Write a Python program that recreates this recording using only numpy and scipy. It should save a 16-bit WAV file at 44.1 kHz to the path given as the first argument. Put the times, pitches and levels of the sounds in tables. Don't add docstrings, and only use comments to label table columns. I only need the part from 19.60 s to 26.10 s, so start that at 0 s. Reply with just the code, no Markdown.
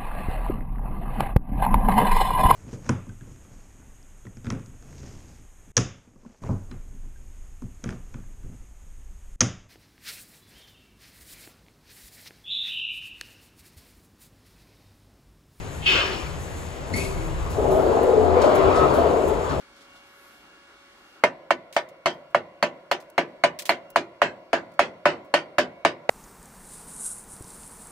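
import sys
import numpy as np
from scipy import signal
from scipy.io import wavfile
from scipy.ndimage import uniform_filter1d

SR = 44100
rng = np.random.default_rng(int(sys.argv[2]) if len(sys.argv) > 2 else 0)


def store_wav(level_fs):
    pcm = np.round(np.clip(np.atleast_2d(level_fs), -1, 1) * 32767)
    wavfile.write(sys.argv[1], SR, pcm.T.astype(np.int16))


N = 286459

# frequency in Hz, likeness from -1 to 1.
AIR_LIKENESS = [(60, 0.7), (180, 1), (550, 0.71), (1650, 0.51), (4970, -0.11), (15000, 0.15)]
# frequency in Hz, likeness from -1 to 1.
BLOW_LIKENESS = [(100, 1), (600, 0.82), (1500, 0.15), (3000, 0.16), (8000, 0.12), (15000, 0)]


def amp(db):
    return 10 ** (np.asarray(db) / 20)


def evened(x):
    return x / np.sqrt(np.mean(x ** 2) + 1e-20)


def read(points, hz):
    f, value = np.transpose(points)
    return np.interp(np.log(hz + 1), np.log(f + 1), value)


def add(mix, s, sound):
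    part = mix[:, round(s * SR):][:, :sound.shape[1]]
    part += sound[:, :part.shape[1]]


def noise(count, size, level_db, likeness):
    frames = 4 * count // size + 5
    hz = np.fft.rfftfreq(size, 1 / SR)[:, None]
    t = np.arange(frames) * size / 4 / SR
    a, b, c, d = rng.standard_normal((frames, len(hz), 4)).T
    like = np.clip(read(likeness, hz), -1, 1)
    left, other = a + 1j * b, c + 1j * d
    right = like * left + np.sqrt(1 - like ** 2) * other
    spectra = np.array([left, right]) * amp(level_db(hz, t))
    sound = signal.istft(spectra, nperseg=size, noverlap=3 * size // 4)[1]
    return sound[:, :count] / np.sqrt(size)


def air():
    # frequency in Hz, relative level in dB per Hz.
    air_tone = [(25, 9.5), (60, -6), (110, -15), (330, 0.5), (520, -10.5), (800, -4.5), (950, -6),
                (1260, -4), (1400, 3), (1640, -8), (2100, -9), (2600, -12.5), (5000, -21), (9000, -29),
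                (15700, -35)]
    patches = rng.standard_normal((4 * N // 1024 + 5, 513)).T
    patches = uniform_filter1d(patches, 8, 0)
    patches = uniform_filter1d(patches, 12, 1)
    patches_db = 1.6 * evened(patches)
    wind = noise(N, 1024, lambda hz, t: read(air_tone, hz) + patches_db, AIR_LIKENESS)
    return amp(-54.5) * evened(wind)


def fan():
    # multiple of the base pitch, RMS level in dB before the waver.
    tones = [(1, -66), (2, -65.5), (3, -66), (4, -63), (5, -65.5), (6, -74), (7, -87), (8, -75),
             (10, -81.5)]
    base_hz = 558.4
    t, out = np.arange(N) / SR, np.zeros((2, N))
    for multiple, db in tones:
        waver_db = 3.0 * np.interp(t, np.arange(80) / 6, rng.standard_normal(80))
        side_turn = np.array([[0], [0.5 * multiple]])
        phase = 2 * np.pi * (multiple * base_hz * t + rng.random()) + side_turn
        out += np.sqrt(2) * amp(db + waver_db) * np.sin(phase)
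    return out


def rustle():
    # peak in seconds, level in dB.
    brush_rows = [(0.0, -58), (0.168, -60), (0.218, -56.5), (0.306, -64), (0.364, -57), (0.472, -65)]
    # peak in seconds, swish level in dB, time scale of the swell in seconds.
    swing_rows = [(0.662, -63.5, 0.15), (1.48, -74.5, 0.18)]
    # frequency in Hz, relative level in dB per Hz.
    rub_tone = [(1500, -59), (3200, -1.5), (6000, -8), (10000, -15.5), (15500, -39)]
    # frequency in Hz, relative level in dB per Hz.
    swish_tone = [(7000, -12), (10000, -6), (12000, -1), (14000, -8), (15700, -20)]
    rise_s, fall_s, end_s = 0.016, 0.03, 1.6
    quiet_rub_db, brush_swish_db, swing_rub_db = -64.5, -14, -1
    count = round(end_s * SR)
    t = np.arange(count) / SR
    flicker_db = 1.2 * rng.standard_normal(4 * count // 256 + 5)

    brushes, swings = np.zeros(count), np.zeros(count)
    for s, db in brush_rows:
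        brushes += amp(db) * np.exp(-abs(t - s) / np.where(t < s, rise_s, fall_s))
    for s, db, length in swing_rows:
        swings += amp(db) / np.cosh((t - s) / length) ** 2

    rub = noise(count, 256, lambda hz, u: read(rub_tone, hz) + flicker_db, AIR_LIKENESS)
    swish = noise(count, 256, lambda hz, u: read(swish_tone, hz), AIR_LIKENESS)
    rub_gain = np.sqrt(amp(quiet_rub_db) ** 2 + brushes ** 2 + (amp(swing_rub_db) * swings) ** 2)
    swish_gain = swings + amp(brush_swish_db) * brushes
    return rub_gain * evened(rub) + swish_gain * evened(swish)


def chip(db, tilt_db, t60):
    t = np.arange(SR // 6) / SR
    thin = [(600, -40), (2200, -4), (4000, 0), (15000, 0)]
    tilt_db = np.clip(tilt_db, -6, 6)

    def level_db(hz, u):
        grit_db = 3.0 * rng.standard_normal(len(u))
        return tilt_db * np.log2(hz / 6000 + 0.067) + read(thin, hz) + grit_db

    hiss = evened(noise(len(t), 128, level_db, BLOW_LIKENESS))
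    rise = np.minimum(t / 0.00093, 1)
    return amp(db + 0.5 - 60 * t / t60) * hiss * rise


def bending_wave(start_hz, end_hz, glide, rise, fall, turn):
    t = np.arange(1200) / SR
    hz = end_hz + (start_hz - end_hz) * np.exp(-t / glide)
    swell = (1 - np.exp(-(t / rise) ** 2)) * np.exp(-(t / fall) ** 0.73)
    return swell * np.sin(2 * np.pi * (np.cumsum(hz) / SR + turn))


def waves(clean):
    out = np.zeros((2, 2000))
    first = clean * amp(9.5) * bending_wave(2427, 538.4, 0.001756, 0.0012, 0.0026, 0.29)
    back = amp(1.5) * bending_wave(820, 594, 0.0024, 0.0053, 0.0033, 0.21)
    add(out, 0, np.array([first, np.roll(first, -1)]))
    add(out, .0095, np.array([back, back]))
    return out


def modes(table, t, lift_db, longest):
    out = np.zeros((2, len(t)))
    for (hz, db, t60), draw in zip(table, rng.standard_normal((len(table), 4))):
        gain = amp(db + lift_db(hz) + 2 * draw[0] - 60 * t / min(t60, longest))
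        rise_s = 0.0011 + 0.011 / (1 + (hz / 430) ** 6)
        gain = gain * (1 - np.exp(-(t / rise_s) ** 2))
        side_turn = np.array([[0], [0.79 * draw[2]]])
        turn = hz / 1500 * (draw[1] + side_turn)
        out += gain * np.sin(2 * np.pi * hz * (1 + 0.013 * draw[3]) * t + turn)
    return out


def blow(s, db, clean, slag_db, ping_db, thud_db, length):
    # middle pitch in Hz, level in dB before the lifts,
    # seconds to fall 60 dB before the cap.
    beam = [(165.4, -30.5, 0.28), (251.8, -25.5, 0.26), (340.7, -21.5, 0.39), (367, -21, 0.27),
            (432.6, -23, 0.13), (583.6, -11, 0.14), (668.3, -4.5, 0.086), (806, -23, 0.17),
            (888, -11, 0.059), (975, -12.5, 0.12), (1175, -29, 0.24), (1505, -21.5, 0.16),
            (1796, -20, 0.17), (2272, -5.5, 0.041), (2360, -28, .08), (2840, -67, 0.067), (2980, -47, .1),
            (3660, -34, 0.12), (4950, -5, 0.1), (5940, -49, .1), (6620, -3, 0.059), (7020, -15, 0.061),
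            (8450, -13, 0.086)]
    # middle pitch in Hz, level in dB before the ping of the blow,
    # seconds to fall 60 dB before the cap.
    hammer = [(4223, -23, 0.042), (4500, -28.5, 0.1), (9230, -40.5, 0.089), (12200, -39, 0.099)]
    # middle pitch in Hz, level in dB before the lift along the weld,
    # seconds to fall 60 dB before the cap.
    clang = [(2149, 6, 0.06)]
    # frequency in Hz, relative level in dB.
    clatter = [(60, -54), (150, -21.5), (300, -9), (600, -3), (1000, -9.5), (2000, -1.5), (3000, 10),
               (6000, 0.5), (10000, -8.5), (15000, -47)]
    # frequency in Hz, seconds to fall 60 dB before this blow's factors.
    clatter_t60 = [(100, 0.68), (400, 0.23), (700, 0.21), (1800, 0.11), (5000, 0.1), (9000, 0.11),
                   (13000, 0.051)]
    # frequency in Hz, curve of the decay (above 1 holds, then drops).
    hold = [(500, 0.92), (2000, 1.23), (5000, 1.56), (12000, 0.71)]
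    # frequency in Hz, relative level in dB.
    hall_tone = [(60, -53), (160, -2.5), (220, -31), (350, -5), (440, -18), (570, 1), (700, -3.5),
                 (850, -20), (1000, -2), (1400, -40), (2000, -5.5), (2700, -25.5), (4300, -28), (8000, -77)]
    # frequency in Hz, seconds to fall 60 dB before the closing fade.
    hall_t60 = [(100, 0.87), (500, 2.3), (1500, 0.62), (5000, 0.84)]
    longest_beam, longest_head = .22, .065
    count = SR // 2
    t = np.arange(count) / SR
    clang_db = -16.5 - 10 / (1 + np.exp((4 - s) / 0.12))
    crunch_db, top_db = -24 + slag_db, -24 + slag_db
    clean_db = -3.5 * (clean - .5)

    def edge(hz):
        return read([(250, thud_db), (500, 0.006), (1800, 0),
                     (3500, crunch_db), (5500, crunch_db), (8000, top_db)], hz)

    out = modes(beam, t, lambda hz: edge(hz) - 1.5 + clean_db, longest_beam)
    out += modes(hammer, t, lambda hz: ping_db, longest_head)
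    out += modes(clang, t, lambda hz: clang_db, longest_head)
    add(out, 0, waves(clean))

    crack = noise(count, 64, lambda hz, u: read(clatter, hz) + edge(hz), BLOW_LIKENESS)
    out += amp(4.5) * crack * (1.3 - clean) * t / 0.0012 * np.exp(1 - t / 0.0016)

    tick_tone = [(4000, -32), (8000, 6.5), (15500, 1)]  # Hz, dB
    tick = noise(count, 64, lambda hz, u: read(tick_tone, hz), BLOW_LIKENESS)
    out += amp(top_db - 14.5) * tick * t / 0.0013 * np.exp(1 - t / 0.0026)

    crowd_db = 3 * rng.standard_normal((257, 1))
    lasting = np.exp(.15 * rng.standard_normal((257, 1)))

    def ring_db(hz, u):
        t60 = length * lasting * read(clatter_t60, hz)
        return read(clatter, hz) + edge(hz) + crowd_db - 60 * (u / t60) ** read(hold, hz)

    ring = noise(count, 512, ring_db, BLOW_LIKENESS)
    out += amp(6.1) * ring * (1 - np.exp(-t / 0.0004))

    hall = noise(count, 1024, lambda hz, u: read(hall_tone, hz) - 60 * u / read(hall_t60, hz), BLOW_LIKENESS)
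    hall_fade = np.cos(np.pi * t / (2 * t[-1]))
    out += amp(-10.5) * hall * (1 - np.exp(-t / 0.012)) * hall_fade
    pan_db = -0.53 * np.array([[.5], [-.5]])
    return out * amp(db + pan_db)


def scene():
    # start in seconds, strength in dB, cleanness of the contact from 0 to 1,
    # crunch of the slag in dB, ping of the hammer head in dB, thud in dB, ring length as a factor.
    blows = [(1.637, -1, 0.43, -4, 0, 2, 1.05), (1.906, -2.5, 0.95, 0.5, -18, 2.5, 0.81),
             (2.164, -3.5, 0.48, 1.5, 2.5, -10, 0.97), (2.458, -3.5, 0.36, 1, 7, 0.5, 1.28),
             (2.746, -3, 1, -4, -7, 5, 1.03), (3.026, -2, 0.57, -0.5, 9, 1, 1.06),
             (3.313, -5, 0.66, 2.5, 10.5, -1.5, 1.06), (3.579, -3, 0.49, -2.5, 2.5, 4, 1.07),
             (3.837, 0, 0.55, 0.5, 10, 0.5, 1), (4.092, -2, 0.44, -0.5, 12.5, 0.5, 1.22),
             (4.359, -2.5, 0.93, 0.5, 4, 4, 1.12), (4.617, -1, 0.8, -3, -1, 4.5, 1.43),
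             (4.93, -3, 0.32, -2, -2, 6.5, 1.26), (5.192, -1, 0.78, 0, -8, 1.5, 1.42),
             (5.455, 0.5, 0.63, -4, -17, 3, 1.55), (5.739, 0, 0.42, 0, 7.5, -2.5, 1.32),
             (5.983, -1.5, 0.63, 2, 5, 7.5, 1.17), (6.249, -0.5, 0.54, 0.5, -23, 3.5, 1.17),
             (6.491, -1, 0.22, -4, -6, -9, 1.4)]
    # start in seconds, strength in dB.
    bounces = [(2.1665, -19), (2.4685, -1), (3.5815, -6), (3.8405, -20), (4.095, -27), (5.7425, -5),
               (5.988, -28), (6.2515, -14)]
    # start in seconds, level in dB before a small common lift,
    # brightness in dB per octave (held within 6 either way), seconds to fall 60 dB.
    chips = [(2.1256, -39, -11, 0.22), (2.2885, -48, -3, 0.064), (2.5294, -61, 2, 0.16),
             (2.7044, -63, -1, 0.12), (3.4016, -47, -5, 0.12), (3.4996, -43, 1, 0.026),
             (3.9887, -25.5, -5.5, 0.11), (4.0206, -27, -4, 0.037), (4.0533, -29.5, -5, 0.17),
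             (4.3023, -33.5, 6, 0.032), (5.1163, -58, -5, 0.08), (5.137, -57, -2, 0.077),
             (5.6466, -57, 4, 0.08)]
    mix = air() + fan()
    add(mix, 0, rustle())
    for row in blows:
        add(mix, row[0], blow(*row))
    for s, db in bounces:
        add(mix, s, amp(db) * waves(0.31))
    for s, db, tilt_db, t60 in chips:
        add(mix, s, chip(db, tilt_db, t60))
    return mix


def record(dry):
    dry = signal.sosfilt(signal.butter(2, 70, "highpass", fs=SR, output="sos"), dry)
    power = uniform_filter1d((dry ** 2).mean(0), 220)
    power_db = 10 * np.log10(abs(power) + 1e-12)
    fall_db = np.arange(N) * 5. / SR
    held_db = np.maximum.accumulate(power_db + fall_db) - fall_db
    over_db = np.clip(held_db + 27.5, 0, None)
    late_db = signal.lfilter([.002], [1, -.998], over_db)
    ducked = np.clip(dry / amp(0.23 * late_db), -1, 1)
    treble_limit = signal.firwin(511, 15730, window=("kaiser", 9), fs=SR)
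    return signal.oaconvolve(ducked, treble_limit[None], "same")


dry = scene()
out = record(dry)
store_wav(out)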